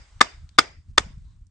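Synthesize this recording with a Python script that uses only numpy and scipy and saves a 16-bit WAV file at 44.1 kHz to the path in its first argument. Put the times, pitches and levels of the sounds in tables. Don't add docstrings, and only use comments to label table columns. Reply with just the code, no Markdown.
import sys
import numpy as np
from scipy import signal
from scipy.io import wavfile
from scipy.ndimage import uniform_filter1d, minimum_filter1d

SR = 44100
rng = np.random.default_rng(int(sys.argv[2]) if len(sys.argv) > 2 else 0)


def master(y):
    cut = np.clip(np.atleast_2d(y).T, -1, 1)
    pcm = np.round(cut * 32767)
    wavfile.write(sys.argv[1], SR, pcm.astype(np.int16))


def volts_from_db(level):
    exponent = np.asarray(level, float) / 20
    return 10 ** exponent


N = 66150
RUSTLE_PATCHY_DB = 1.5


def evened(x):
    return x / np.sqrt(np.mean(x ** 2) + 1e-20)


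def read(points, hz):
    f, value = np.transpose(points)
    return np.interp(np.log(hz + 1), np.log(f + 1), value)


def curve(points):
    t, value = np.transpose(points)
    return np.interp(np.arange(N) / SR, t, value)


def add(mix, start_s, sound):
    at = round(start_s * SR)
    sound = sound[:, max(-at, 0):]
    part = mix[:, max(at, 0):][:, :sound.shape[1]]
    part += sound[:, :part.shape[1]]


def noise(length, field_db, same, patchy_db, size=256):
    hop = size // 4
    frames = length // hop + 5
    hz = np.fft.rfftfreq(size, 1 / SR)[:, None]
    a, b, c, d, patch = rng.standard_normal((frames, len(hz), 5)).T
    patch = uniform_filter1d(patch, size=3, axis=0)
    patch = evened(uniform_filter1d(patch, size=5, axis=1))
    same = np.clip(same, 0, 1)
    left = a + 1j * b
    right = same * left + np.sqrt(1 - same ** 2) * (c + 1j * d)
    z = np.array([left, right])
    z *= volts_from_db(field_db(hz, np.arange(frames) * hop / SR) + patchy_db * patch)
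    return signal.istft(z, nperseg=size, noverlap=size - hop)[1][:, :length]


# frequency in Hz, density in dB per Hz.
LEAF_SPECTRUM = [(200, -15.5), (400, -3), (700, 2.5), (1250, 5), (2500, -2), (4000, -1.5), (8000, -2),
                 (9500, -10.5)]
# time in seconds, level in dB.
LEAF_LEVEL = [(0.0, -62), (0.228, -64.5), (0.38, -67.5), (0.61, -73.5), (0.78, -75), (0.98, -79),
              (1.148, -76), (1.31, -73.5), (1.5, -85)]


def air():
    hiss = noise(N, lambda hz, t: read(LEAF_SPECTRUM, hz) + 0 * t, 0.39, RUSTLE_PATCHY_DB, size=512)
    return volts_from_db(curve(LEAF_LEVEL)) * evened(hiss)


# frequency in Hz, density in dB per Hz.
WIND_SPECTRUM = [(10, -32.5), (20, -8), (45, 4.5), (90, -2.5), (140, -15), (200, -26.5), (300, -32),
                 (500, -54)]
# time in seconds, level in dB.
GUSTS = [(0.0, -36), (0.028, -51.5), (0.232, -42), (0.304, -51.5), (0.408, -38), (0.542, -46.5),
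         (0.604, -32), (0.638, -48.5), (0.806, -40.5), (0.83, -50.5), (0.902, -33.5), (0.94, -43),
         (0.986, -31), (1.402, -43.5), (1.416, -42), (1.5, -49.5)]
# middle in seconds, level in dB, width in seconds.
EDDIES = [(0.166, -37.5, 0.00538), (0.899, -34.5, 0.00437), (1.069, -33, 0.00253), (1.107, -41, 0.002215),
          (1.178, -29.5, 0.00352), (1.252, -51, 0.0042), (1.269, -36.5, 0.0055), (1.421, -34, 0.00653)]


def wind():
    same, patchy_db, lump = 0.92, 2, 0.18
    x = evened(noise(N, lambda hz, t: read(WIND_SPECTRUM, hz) + 0 * t, same, patchy_db, size=2048))
    x = x - lump * (x ** 2 - 1)
    x = x * volts_from_db(curve(GUSTS) - 6.0)
    t = np.arange(N) / SR
    for middle_s, db, width_s in EDDIES:
        u = (t - middle_s) / width_s
        x -= volts_from_db(db) * (1 - 2 * u ** 2) * np.exp(-u ** 2)
    return signal.sosfiltfilt(signal.butter(2, 18, "high", fs=SR, output="sos"), x)


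# middle in seconds, length in seconds, level in dB, colour in Hz.
BRUSH_STROKES = [(0.171, 0.033, -72.5, 1266), (0.487, 0.051, -80.5, 1390), (0.555, 0.042, -82.5, 3600),
                 (1.11, 0.025, -71, 1052), (1.298, 0.0306, -80, 990), (1.283, 0.053, -85.5, 3940)]


def brush():
    def field(hz, t):
        power = 1e-20
        for middle_s, length_s, db, colour_hz in BRUSH_STROKES:
            swish = np.exp(-((t - middle_s) / length_s) ** 2)
            band = 1 / (1 + ((hz - colour_hz) / (0.09 * colour_hz)) ** 4)
            power = power + volts_from_db(2 * db) * swish * band
        return 10 * np.log10(power)
    return noise(N, field, 0.24, RUSTLE_PATCHY_DB, size=512)


def tick(db, colour_hz, pan_db):
    t = np.arange(1500) / SR
    puff = evened(noise(1500, lambda f, s: -6 * np.log2((f + 50) / colour_hz) ** 2 + 0 * s, 0.27, patchy_db=-2))
    click = volts_from_db(db - 60 * t / 0.0045)
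    tail = volts_from_db(db - 9.5 - 60 * t / 0.039)
    return puff * (click + tail) * volts_from_db([[pan_db / 2], [-pan_db / 2]])


EMBER_TIMES = [0.195, 0.4915, 1.468]
# level in dB, colour in Hz, left minus right in dB.
EMBERS = [
    (-54.5, 3000, 2.73),
    (-48.5, 4000, 4),
    (-57, 10000, -10.37),
]


def embers(mix):
    for start_s, ember in zip(EMBER_TIMES, EMBERS):
        add(mix, start_s, tick(*ember))


# frequency in Hz, density in dB per Hz.
SCATTER_SPECTRUM = [(120, -36.5), (200, -9), (514, -2.5), (1200, -2), (3570, -12), (4200, -15.5),
                    (4940, -8.5), (8590, -16.5), (9780, -56), (12700, -83.5), (21500, -120)]
# frequency in Hz, width in Hz, then level in dB for each of three knocks.
SCATTER_RINGS = [(890, 150, 4.5, 2.5, 6), (2100, 350, 7, 8.5, 5), (3600, 170, 10.5, 5.5, 7.5),
                 (4850, 170, 8, 13, 5.5), (5320, 80, 4, 7, 7), (6880, 150, 2, 4, 5)]
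# frequency in Hz, 60 dB decay time in seconds.
NEAR_DECAY = [(300, 0.096), (1000, 0.053), (3000, .1), (8000, 0.074)]
# frequency in Hz, 60 dB decay time in seconds.
FAR_DECAY = [(300, 0.4), (1000, 0.3), (2100, 0.43), (5000, 0.42), (8000, 0.35)]


def echo(k, level_db, stretch, tilt_db):
    far_db, fade_db_per_s2 = -17, 94
    same, patchy_db, ring_grow_s, onset_s = 0.14, 3, 0.14, 0.0013

    def field(hz, t):
        rings = sum(db[k] / (1 + ((hz - f) / width) ** 2) for f, width, *db in SCATTER_RINGS)
        rings = rings * np.minimum(t / ring_grow_s, 1)
        near = volts_from_db(-120 * t / read(NEAR_DECAY, hz))
        far = volts_from_db(2 * far_db - 120 * t / read(FAR_DECAY, hz) / stretch)
        fade = fade_db_per_s2 * (t / stretch) ** 2
        tilt = tilt_db * np.log2((hz + 50) / 1500)
        return read(SCATTER_SPECTRUM, hz) + rings + 10 * np.log10(near + far) - fade - tilt

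    x = noise(30000, field, same, patchy_db, size=512)
    x = x / np.sqrt(np.mean(x[:, :400] ** 2))
    return volts_from_db(level_db) * x * np.minimum(np.arange(30000) / SR / onset_s, 1)


# frequency in Hz, 60 dB decay time in seconds, then level in dB for each of three knocks.
MODES = [(356.6, .04, -21, -23, -21), (622, 0.016, -16, -21.5, -27.5), (815, .04, -23.5, -20, -25.5),
         (1224.3, 0.02632, 1.5, -7, -1.5), (1469.6, 0.029, -12.5, -9.5, -11), (1706.6, 0.023, -5, -8, -4.5),
         (2088.1, 0.034, -8.5, -9.5, -17.5), (2660, 0.017, -17.5, -16, -18.5),
         (3550.9, 0.022, -8.5, -7, -10), (4791.4, 0.006, -24.5, -16.5, -7),
         (4987.4, 0.022, -16.5, -7.5, -17.5), (5320, 0.0096, -20.5, -20, -16.5),
         (6805, .022, -27, -21, -19.5), (8871, 0.0051, -29, -16, -24)]
# frequency in Hz, left minus right in dB.
MODE_PAN = [(60, 6.0), (160, -2.5), (450, -8.5), (1240, 9.5), (3400, -7.5), (9330, -10.5)]
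# frequency in Hz, angle between the microphones in radians.
MODE_PHASE = [(300, 2), (600, 0.4), (1200, 0.9), (2000, 1.6), (4000, 1.2), (8000, 1.5)]


def ring(k):
    t = np.arange(4000) / SR
    table = np.array(MODES)
    hz, t60, db = table[:, :1], table[:, 1:2], table[:, 2 + k:3 + k]
    side = np.array([.5, -.5])[:, None, None]
    phase = side * read(MODE_PHASE, hz) * np.minimum(t * hz, 1)
    waves = np.sin(2 * np.pi * hz * t + phase)
    swell_s = 0.0012 * hz / 5000
    swell = 1 - np.exp(-t / swell_s)
    level = volts_from_db(db + side * read(MODE_PAN, hz) - 60 * t / t60)
    return -(level * swell * waves).sum(1)


# frequency in Hz, density in dB per Hz.
CRACK_SPECTRUM = [(120, -43.5), (200, -16.5), (1320, -8.5), (3030, -11.5), (4860, -7), (5910, -12.5),
                  (8730, -17.5), (9780, -29.5), (12700, -63), (21500, -120)]
# delay in seconds, level in dB.
REFLECTIONS = [(.012, -19.5), (.0165, -25), (.026, -31), (.037, -34)]
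# level in dB, decay factor, low tilt in dB per octave.
SCATTER = [(-21.5, 0.96, .5), (-20, 0.865, 1), (-27, 0.9685, .5)]


def knock(k, start_s, force_db, touch_db, lead_s, contact_s):
    rise_db, chatter_db, chatter_per_s = 9, -19, 6000
    crack_db, crack_t60 = -19, 0.025
    thud_db, thud_s = -11, 0.00044
    drop_db, drop_s = -18.5, 0.0021
    t = np.arange(2000) / SR - lead_s
    touch = touch_db + rise_db * t / lead_s
    grit = rng.standard_normal(2000) * (rng.random(2000) < chatter_per_s / SR)
    drive = grit * np.where(t < 0, volts_from_db(touch), volts_from_db(chatter_db) * (t < contact_s))
    drive[np.searchsorted(t, 0)] += 1
    body = signal.fftconvolve(drive[None], ring(k), axes=1)

    crack = evened(noise(2000, lambda hz, s: read(CRACK_SPECTRUM, hz) + 0 * s, 1.0, patchy_db=1.5))
    crack_decay = volts_from_db(-60 * np.maximum(t - contact_s, 0) / crack_t60)
    crack *= np.where(t < 0, volts_from_db(touch + 13), crack_decay)
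    u = np.clip((t + .6 * thud_s) / thud_s, 0, 30)
    thud = volts_from_db(thud_db) * u * (2 - u) * np.exp(-u)
    body[:, :2000] += volts_from_db(crack_db) * crack - thud

    since = np.arange(body.shape[1]) / SR - lead_s - contact_s
    body *= volts_from_db(drop_db * np.clip(since / drop_s + .5, 0, 1))
    body = signal.sosfilt(signal.butter(5, 280, "high", fs=SR, output="sos"), body)

    out = np.zeros((2, 32000))
    add(out, 0, body)
    for j, (delay_s, db) in enumerate(REFLECTIONS):
        swapped = body[::(-1) ** j]
        add(out, delay_s * rng.uniform(.9, 1.2), volts_from_db(db - 11.5) * swapped)
    out *= volts_from_db(force_db)
    add(out, lead_s + 0.0027, echo(k, *SCATTER[k]))
    return start_s - lead_s, out


# blow in seconds, force in dB, first touch in dB, lead of the touch in seconds,
# contact length in seconds.
BLOWS = [
    (0.2110, 7, -26.5, .0055, .007),
    (0.5860, 11.5, -36, 0.005657, 0.0077),
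    (0.9796, 5.5, -25.5, 0.0034, 0.0057),
]


def scene():
    duck_db, duck_s = -15, 0.007
    mix, duck, t = np.zeros((2, N)), np.zeros(N), np.arange(N) / SR
    for k, blow in enumerate(BLOWS):
        add(mix, *knock(k, *blow))
        duck += duck_db * np.exp(-((t - blow[0] + duck_s) / duck_s) ** 4)
    add(mix, -0.17, echo(len(BLOWS) - 2, -22.5, 1.3, .5))
    embers(mix)
    return mix + (wind() + air() + brush()) * volts_from_db(duck)


def top_cut(x):
    return signal.sosfilt(signal.butter(12, 9930, fs=SR, output="sos"), x)


def record(dry):
    edge_hz, limit_db, limit_s, ceiling = 9250, 4.5, 0.001, 1
    low_pass = signal.firwin(301, edge_hz, window=("kaiser", 8), fs=SR)
    x = signal.oaconvolve(dry, low_pass[None], "same")
    span = max(round(limit_s * SR), 3)
    peak = -minimum_filter1d(-abs(x), span, axis=1)
    peak = uniform_filter1d(peak, span, axis=1)
    x = x / np.maximum(peak / volts_from_db(limit_db), 1)
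    x = x / (1 + abs(x / ceiling) ** 10) ** (1 / 10)
    return top_cut(x)


dry = scene()
out = record(dry)
master(out)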